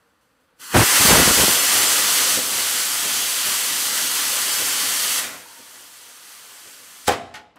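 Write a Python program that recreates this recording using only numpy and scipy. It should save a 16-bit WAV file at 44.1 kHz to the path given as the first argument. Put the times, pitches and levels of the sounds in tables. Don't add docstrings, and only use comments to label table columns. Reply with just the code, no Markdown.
import sys
import numpy as np
from scipy import signal
from scipy.fft import rfft, irfft, next_fast_len
from scipy.io import wavfile
from scipy.ndimage import uniform_filter1d

SR = 44100
rng = np.random.default_rng(int(sys.argv[2]) if len(sys.argv) > 2 else 0)


def to_wav(sig):
    pcm = np.clip(np.atleast_2d(sig), -1, 1) * 32767
    pcm = np.round(pcm).astype(np.int16)
    wavfile.write(sys.argv[1], SR, pcm.T)


def rack_gain(trim_db):
    fader = np.asarray(trim_db, float)
    return 10 ** (fader / 20)


N = 334278
T = np.arange(N) / SR
SIZE = next_fast_len(N + SR)
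HZ = np.arange(SIZE // 2 + 1) * SR / SIZE + 1e-3
PLUG_S = 7.084


def unit(x):
    return x / np.sqrt(np.mean(x ** 2))


def on_log(table, hz):
    f, v = np.transpose(table)
    return np.interp(np.log(hz), np.log(f), v)


def colour(x, gain):
    return irfft(rfft(x, SIZE) * gain, SIZE)[:N]


def walk(rate):
    k = int(SR / rate)
    steps = np.repeat(rng.standard_normal(N // k + 1), k)
    return unit(uniform_filter1d(uniform_filter1d(steps, k), k)[:N])


def octaves(lo):
    for hz in lo * 2. ** np.arange(9):
        yield hz, np.clip(1 - np.abs(np.log2(HZ / hz)), 0, 1)


def turbulence(spectrum, flicker_db, rate):
    noise = rfft(rng.standard_normal(SIZE)) * rack_gain(on_log(spectrum, HZ))
    return unit(sum(irfft(noise * w, SIZE)[:N] * rack_gain(flicker_db * walk(rate)) for _, w in octaves(62)))


def linger(db, seconds):
    keep = np.exp(-1 / (seconds * SR))
    return np.maximum(rack_gain(db), signal.lfilter([1 - keep], [1, -keep], rack_gain(db)))


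def distant_air():
    # frequency in Hz, density in dB per Hz.
    air_spectrum = [(15, -32), (25, 2), (50, -11.5), (154, -14), (320, -9), (391, -25), (466, -6.5),
                    (636, -16), (1480, -12), (1610, -17), (5000, -28.5), (6500, -64), (11000, -120)]
    return rack_gain(-65) * turbulence(air_spectrum, 1.1, 4.4)


def yard(x):
    # frequency in Hz, t60 in s.
    wall_decay = [(100, 1), (500, 0.79), (2000, 0.72), (6000, 0.67), (14000, 0.2)]
    noise = rfft(rng.standard_normal(SIZE))
    tail = sum(irfft(noise * w, SIZE)[:N] * np.exp(-np.log(1000) * T / on_log(wall_decay, hz))
               for hz, w in octaves(65))
    tail = tail * np.clip(T / 0.017, 0, 1) * (T < 1)
    early = rng.standard_normal(N) * (rng.random(N) < .03)
    early = early * np.exp(-T / .025) * (T > .005)
    both = tail / np.sqrt(np.sum(tail ** 2)) + rack_gain(9.0) * early / np.sqrt(np.sum(early ** 2))
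    return rack_gain(-17.5) * colour(x, rfft(both, SIZE))


def stand(gas, share):
    # delay in ms, share of the direct amplitude.
    reflections = [(0.293, -0.17), (0.592, 0.099), (0.659, 0.78), (.74, 0.31), (.92, 0.14), (1.1, 0.092),
                   (3.42, 0.22), (4.08, 0.3)]
    comb = sum(g * np.exp(-2j * np.pi * HZ * ms / 1000) for ms, g in reflections)
    echo = colour(gas, comb / (1 + (HZ / 22000) ** 2))
    return (gas + share * echo) / np.sqrt(1 + share ** 2)


def tube():
    # start in s, level in dB, t60 in s.
    blows = [
        (7.16, -37, 0.8),
        (7.345, -42, .45),
        (5.46, -53, 2),
    ]
    # resonance in Hz, width in Hz, level in dB.
    modes = [
        [(704, 86, 1), (1090, 84, -8)],
        [(851, 58, -0.5), (1450, 57, 1), (1850, 34, -2), (2270, 41, -1)],
        [(920, 110, 0)],
    ]
    swell_s, lead_s = .003, .05
    out, hz = np.zeros(N + SR), np.arange(SR // 2 + 1)
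    t = T[:SR] - lead_s
    for (s, db, t60), peaks in zip(blows, modes):
        i = int(s * SR) - SR // 20
        for f, width, peak_db in peaks:
            resonance = 1 / (1 + (2 * (hz - f) / width) ** 2)
            air = unit(irfft(rfft(rng.standard_normal(SR)) * resonance, SR))
            fall = np.log(1000) / t60 * (f / peaks[0][0]) ** 1.1
            out[i:i + SR] += rack_gain(db + peak_db) * air * np.exp(np.where(t < 0, t / swell_s, -fall * t))
    return out[:N]


def puffs():
    # start in s, peak in dB, swell in ms, t60 in s, centre in Hz.
    bursts = [(7.083, -12, 3, 0.012, 7700), (7.078, -27, 11, 0.042, 4400), (7.081, -11, 3.4, 0.022, 1300),
              (7.088, -16, 1.5, 0.32, 660), (7.122, -25.5, 20, 0.23, 2000), (7.341, -35.5, .5, 0.23, 2000),
              (7.356, -36.5, 4.2, 0.14, 2600), (7.375, -46, 16, 0.15, 3000), (7.56, -50, .5, 0.015, 12000),
              (7.558, -50, 1, 0.33, 560), (7.565, -49.5, .5, .25, 1300), (7.16, -42.5, 25, 0.54, 1800),
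              (7.11, -36, 12, 0.76, 210), (7.35, -49, 3, .5, 830)]
    out = np.zeros(N)
    for s, db, swell_ms, t60, hz in bursts:
        tilt_db = -3 + 0.14 * (db + 8)
        i = int((s - .05) * SR)
        t, size = T[i:] - s, next_fast_len(N - i)
        f = np.arange(size // 2 + 1) * SR / size + 1
        octave = np.log2(f / hz)
        noise = rfft(rng.standard_normal(size)) * rack_gain(np.where(octave > 0, tilt_db, 5.5) * octave)
        scale = rack_gain(db) / np.std(irfft(noise, size))
        for band in 60 * 2. ** np.arange(9):
            window = np.clip(1 - np.abs(np.log2(f / band)), 0, 1)
            part = irfft(noise * window, size)[:N - i]
            fall = np.log(1000) / t60 * max(band / hz, 1) ** 0.62
            out[i:] += scale * part * np.exp(np.where(t < 0, 1000 * t / swell_ms, -fall * t))
    return stand(out, 0.13)


def blow_out():
    # start in s, peak in dB.
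    slaps = [
        (7.083, -2),
        (7.088, -27),
        (7.095, -4.5),
        (7.109, -16),
        (7.119, -18),
        (7.138, -14.5),
    ]
    # mode in Hz, level in dB, decay time in s; the mode falls by 60 dB in 0.34 of this time.
    case_modes = [(247, -21, 0.058), (440, -15.5, .15), (500, -0.5, 0.17), (562, -8.5, .15),
                  (673, -8, 0.23), (727, 0.5, 0.23), (773, -5.5, 0.28), (1070, -9, .15), (1180, -11, .12),
                  (1420, -17, 0.085), (1860, -4, .1), (2360, -4, 0.059)]
    t = T[:SR // 2]
    out = np.zeros(N)
    for s, db in slaps:
        gains = rack_gain(3.0 * rng.standard_normal(len(case_modes)))
        detune = 1 + 0.027 * rng.standard_normal()
        ring = 0
        for g, (f, mode_db, t60) in zip(gains, case_modes):
            decay = np.exp(-np.log(1000) * t / (0.34 * t60))
            ring = ring + g * rack_gain(mode_db) * np.sin(2 * np.pi * f * detune * t) * decay
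        i = int(s * SR)
        out[i:i + len(t)] -= (rack_gain(db) * ring / np.max(np.abs(ring)))[:N - i]
    return out


def dent(hz):
    u = np.arange(-1, 3, hz / SR)
    return -np.cos(2.22 * u * np.pi) * np.exp(-(u / np.where(u < 0, .1, .45)) ** 2)


def sweeps():
    # start in s, length in s, level in dB.
    gusts = [(0.747, 0.086, -13.5), (.756, 0.017, -12.5), (1.007, 0.011, -23), (1.047, 0.013, -22),
             (1.088, .02, -17.5), (1.106, .04, -13.5), (1.149, 0.087, -17.5), (1.259, 0.059, -23),
             (1.375, 0.034, -28.5), (1.413, 0.034, -22), (1.481, 0.016, -26)]
    rise_db_s, sag_db_s, fall_db_s = 1998, 28, 1296
    return np.max([db - rise_db_s * np.maximum(s - T, 0) - sag_db_s * np.clip(T - s, 0, length)
                   - fall_db_s * np.maximum(T - s - length, 0) for s, length, db in gusts], axis=0)


def buffet():
    # knock frequency in Hz, rate per s, level in dB.
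    eddies = [(71, 130, -6.5), (140, 160, -2.5), (283, 360, -3.5), (564, 600, -1), (983, 800, -4.5),
              (1770, 740, -4.5)]
    # time in s, peak in dB, frequency in Hz.
    thumps = [
        (.749, -8, 170),
        (1.053, -10, 250),
        (1.134, -9, 250),
        (1.2, -5, 280),
        (1.277, -9, 250),
        (1.31, -13, 300),
        (1.389, -12, 400),
        (1.399, -8, 450),
        (1.438, -8, 300),
        (1.482, -8, 350),
    ]
    knocks = 0
    for hz, rate, size_db in eddies:
        hits = (rng.random(N) < rate / SR) * rack_gain(np.clip(7.6 * rng.standard_normal(N), -9, 7))
        knock = dent(hz) - np.mean(dent(hz))
        knocks = knocks + rack_gain(size_db) * unit(signal.fftconvolve(hits, knock)[:N])
    out = rack_gain(sweeps() + 2.0) * unit(np.tanh(.5 * unit(knocks)))
    for s, db, hz in thumps:
        shape, i = dent(hz), int((s - 1 / hz) * SR)
        out[i:i + len(shape)] += rack_gain(db - 0.4) * shape
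    return out


def jet():
    # time in s, level in dB.
    igniter = [
        (0, -71),
        (.4, -76),
        (.55, -76.5),
        (.586, -65),
        (.598, -47.5),
        (.618, -40),
        (.695, -35.5),
        (.738, -28),
    ]
    # time in s, level in dB.
    thrust = [(.748, -23), (.77, -18), (.88, -17.5), (.92, -15.5), (1.085, -12), (1.24, -15), (1.6, -16.5),
              (1.95, -17.5), (2.33, -18.5), (2.42, -21.5), (3.35, -22), (5.18, -21.5), (5.25, -29.5),
              (5.302, -38), (5.44, -44.5), (5.64, -45.5), (5.9, -44), (7.08, -45)]
    # time in s, rise in dB.
    flares = [
        (.21, 7.1),
        (.4, 6),
    ]
    # time in s, rise in dB.
    chuffs = [(1.77, 2.5), (2.21, 4), (2.38, 8.5), (3.06, 9.5), (3.48, 10), (3.72, 5), (4.04, 4), (4.48, 9),
              (4.62, 11), (5.6, 12), (6.67, 9), (6.82, 6)]
    # hiss in dB, roar in dB above it, rumble in dB above it.
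    eddy_law = [(-75, 0, -5), (-44, -8, -18), (-38.5, -9, -19.5), (-22, -10.5, -21.5), (-18.5, -10.5, -20),
                (-11.5, -8, -12.5)]
    # frequency in Hz, density in dB per Hz.
    hiss_spectrum = [(1180, -40), (2000, -2.5), (2510, -6.5), (2980, -1), (3940, -1), (4340, -2.5),
                     (6820, -1.5), (9090, -1.5), (13700, -6.5), (16000, -15.5)]
    roar_spectrum = [(150, -24.5), (400, -11), (800, -3), (1300, -1.5), (2000, -2.5), (2600, -2.5),
                     (3500, -33)]
    rumble_spectrum = [(20, -31), (50, -23.5), (110, -11.5), (300, -3.5), (390, -4.5), (480, 0.5),
                       (700, -0.5), (1000, -12.5), (1600, -35.5)]
    roar_linger_s, rumble_linger_s, flare_fade_s, chuff_s = 0.055, 0.11, .07, 0.019
    light_s, light_db, light_swell_s, light_fade_s = 0.743, 12.5, 0.03, 0.1
    igniter_share, jet_share, fading_share = 0.74, 0.28, 0.099

    hiss_db = np.interp(T, *np.transpose(igniter + thrust))
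    hiss_db = hiss_db + sum(db * (T > s) * np.exp(-np.abs(T - s) / flare_fade_s) for s, db in flares)
    flow_db, *above = np.transpose(eddy_law)
    roar_db, rumble_db = (hiss_db + np.interp(hiss_db, flow_db, a) for a in above)
    late = T - light_s
    roar_db = roar_db + light_db * np.exp(-np.abs(late) / np.where(late < 0, light_swell_s, light_fade_s))
    chuff_db = sum(db * np.exp(-((T - s) / chuff_s) ** 2) for s, db in chuffs)

    hiss = rack_gain(hiss_db) * turbulence(hiss_spectrum, 0.3, 11)
    roar = linger(roar_db, roar_linger_s) * turbulence(roar_spectrum, 1.0, 12)
    rumble = linger(rumble_db, rumble_linger_s) * turbulence(rumble_spectrum, 1.3, 25)
    rumble = rumble * rack_gain(chuff_db + 1.5 * walk(11))
    surge = rack_gain(.5 * walk(14) + 0.32 * walk(90)) * (T < PLUG_S)
    fading = linger(hiss_db, roar_linger_s) > 1.5 * rack_gain(hiss_db)
    share = np.where(late < 0, igniter_share, np.where(fading, fading_share, jet_share))
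    return stand(surge * (hiss + roar + rumble), np.clip(uniform_filter1d(share, size=900), 0, 1))


def scene():
    # frequency in Hz, gain in dB.
    response = [(15, -36), (35, -10), (60, -0.5), (10000, -1), (13500, -7.5), (16000, -12)]
    mic = rack_gain(on_log(response, HZ))
    motor = jet() + colour(puffs() + blow_out(), mic)
    mono = distant_air() + yard(motor) + tube() + colour(buffet(), mic) + motor
    return np.array([mono, mono])


def side_noise(mono):
    # centre time in s, low edge in Hz.
    patches = [(1.11, 5000), (1.157, 13050), (1.157, 14400), (1.18, 6900), (1.366, 4200), (1.366, 8250),
               (1.505, 6250), (1.598, 5350), (1.598, 14400), (1.807, 6250), (1.807, 8600), (1.877, 4200),
               (1.877, 5600), (1.877, 9600), (1.877, 12350), (1.877, 14400), (2.062, 8250), (2.248, 11700),
               (2.411, 9600), (2.643, 10300), (2.643, 12350), (2.829, 7550), (2.829, 11700), (3.061, 12400),
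               (3.34, 10700), (3.432, 8900), (4.268, 8600), (4.524, 5100), (4.57, 4800), (4.593, 10300)]
    width_hz, size = 1370, 2048
    mid, side = mono.copy(), np.zeros(N)
    window = signal.windows.tukey(size, .9)
    f = np.arange(size // 2 + 1) * SR / size
    for s, lo in patches:
        i = int(s * SR) - size // 2
        inside = (f > lo) & (f < lo + width_hz)
        band = irfft(rfft(mono[i:i + size]) * inside, size)
        noise = unit(irfft(rfft(rng.standard_normal(size)) * inside, size))
        mid[i:i + size] -= (1 - np.sqrt(.5)) * window * band
        side[i:i + size] += np.sqrt(.5) * window * np.std(band) * noise
    return np.array([mid + side, mid - side])


def top_cut(x):
    return signal.sosfilt(signal.butter(12, 16300, fs=SR, output="sos"), x)


def record(dry):
    top_hz, slope_hz = 15820, 160
    edge = np.sin(np.clip((top_hz - HZ) / slope_hz, 0, 1) * np.pi / 2) ** 2
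    mono = colour(np.tanh(0.94 * dry[0]) / 0.96, edge)
    mix = side_noise(mono)
    return top_cut(mix)


dry = scene()
out = record(dry)
to_wav(out)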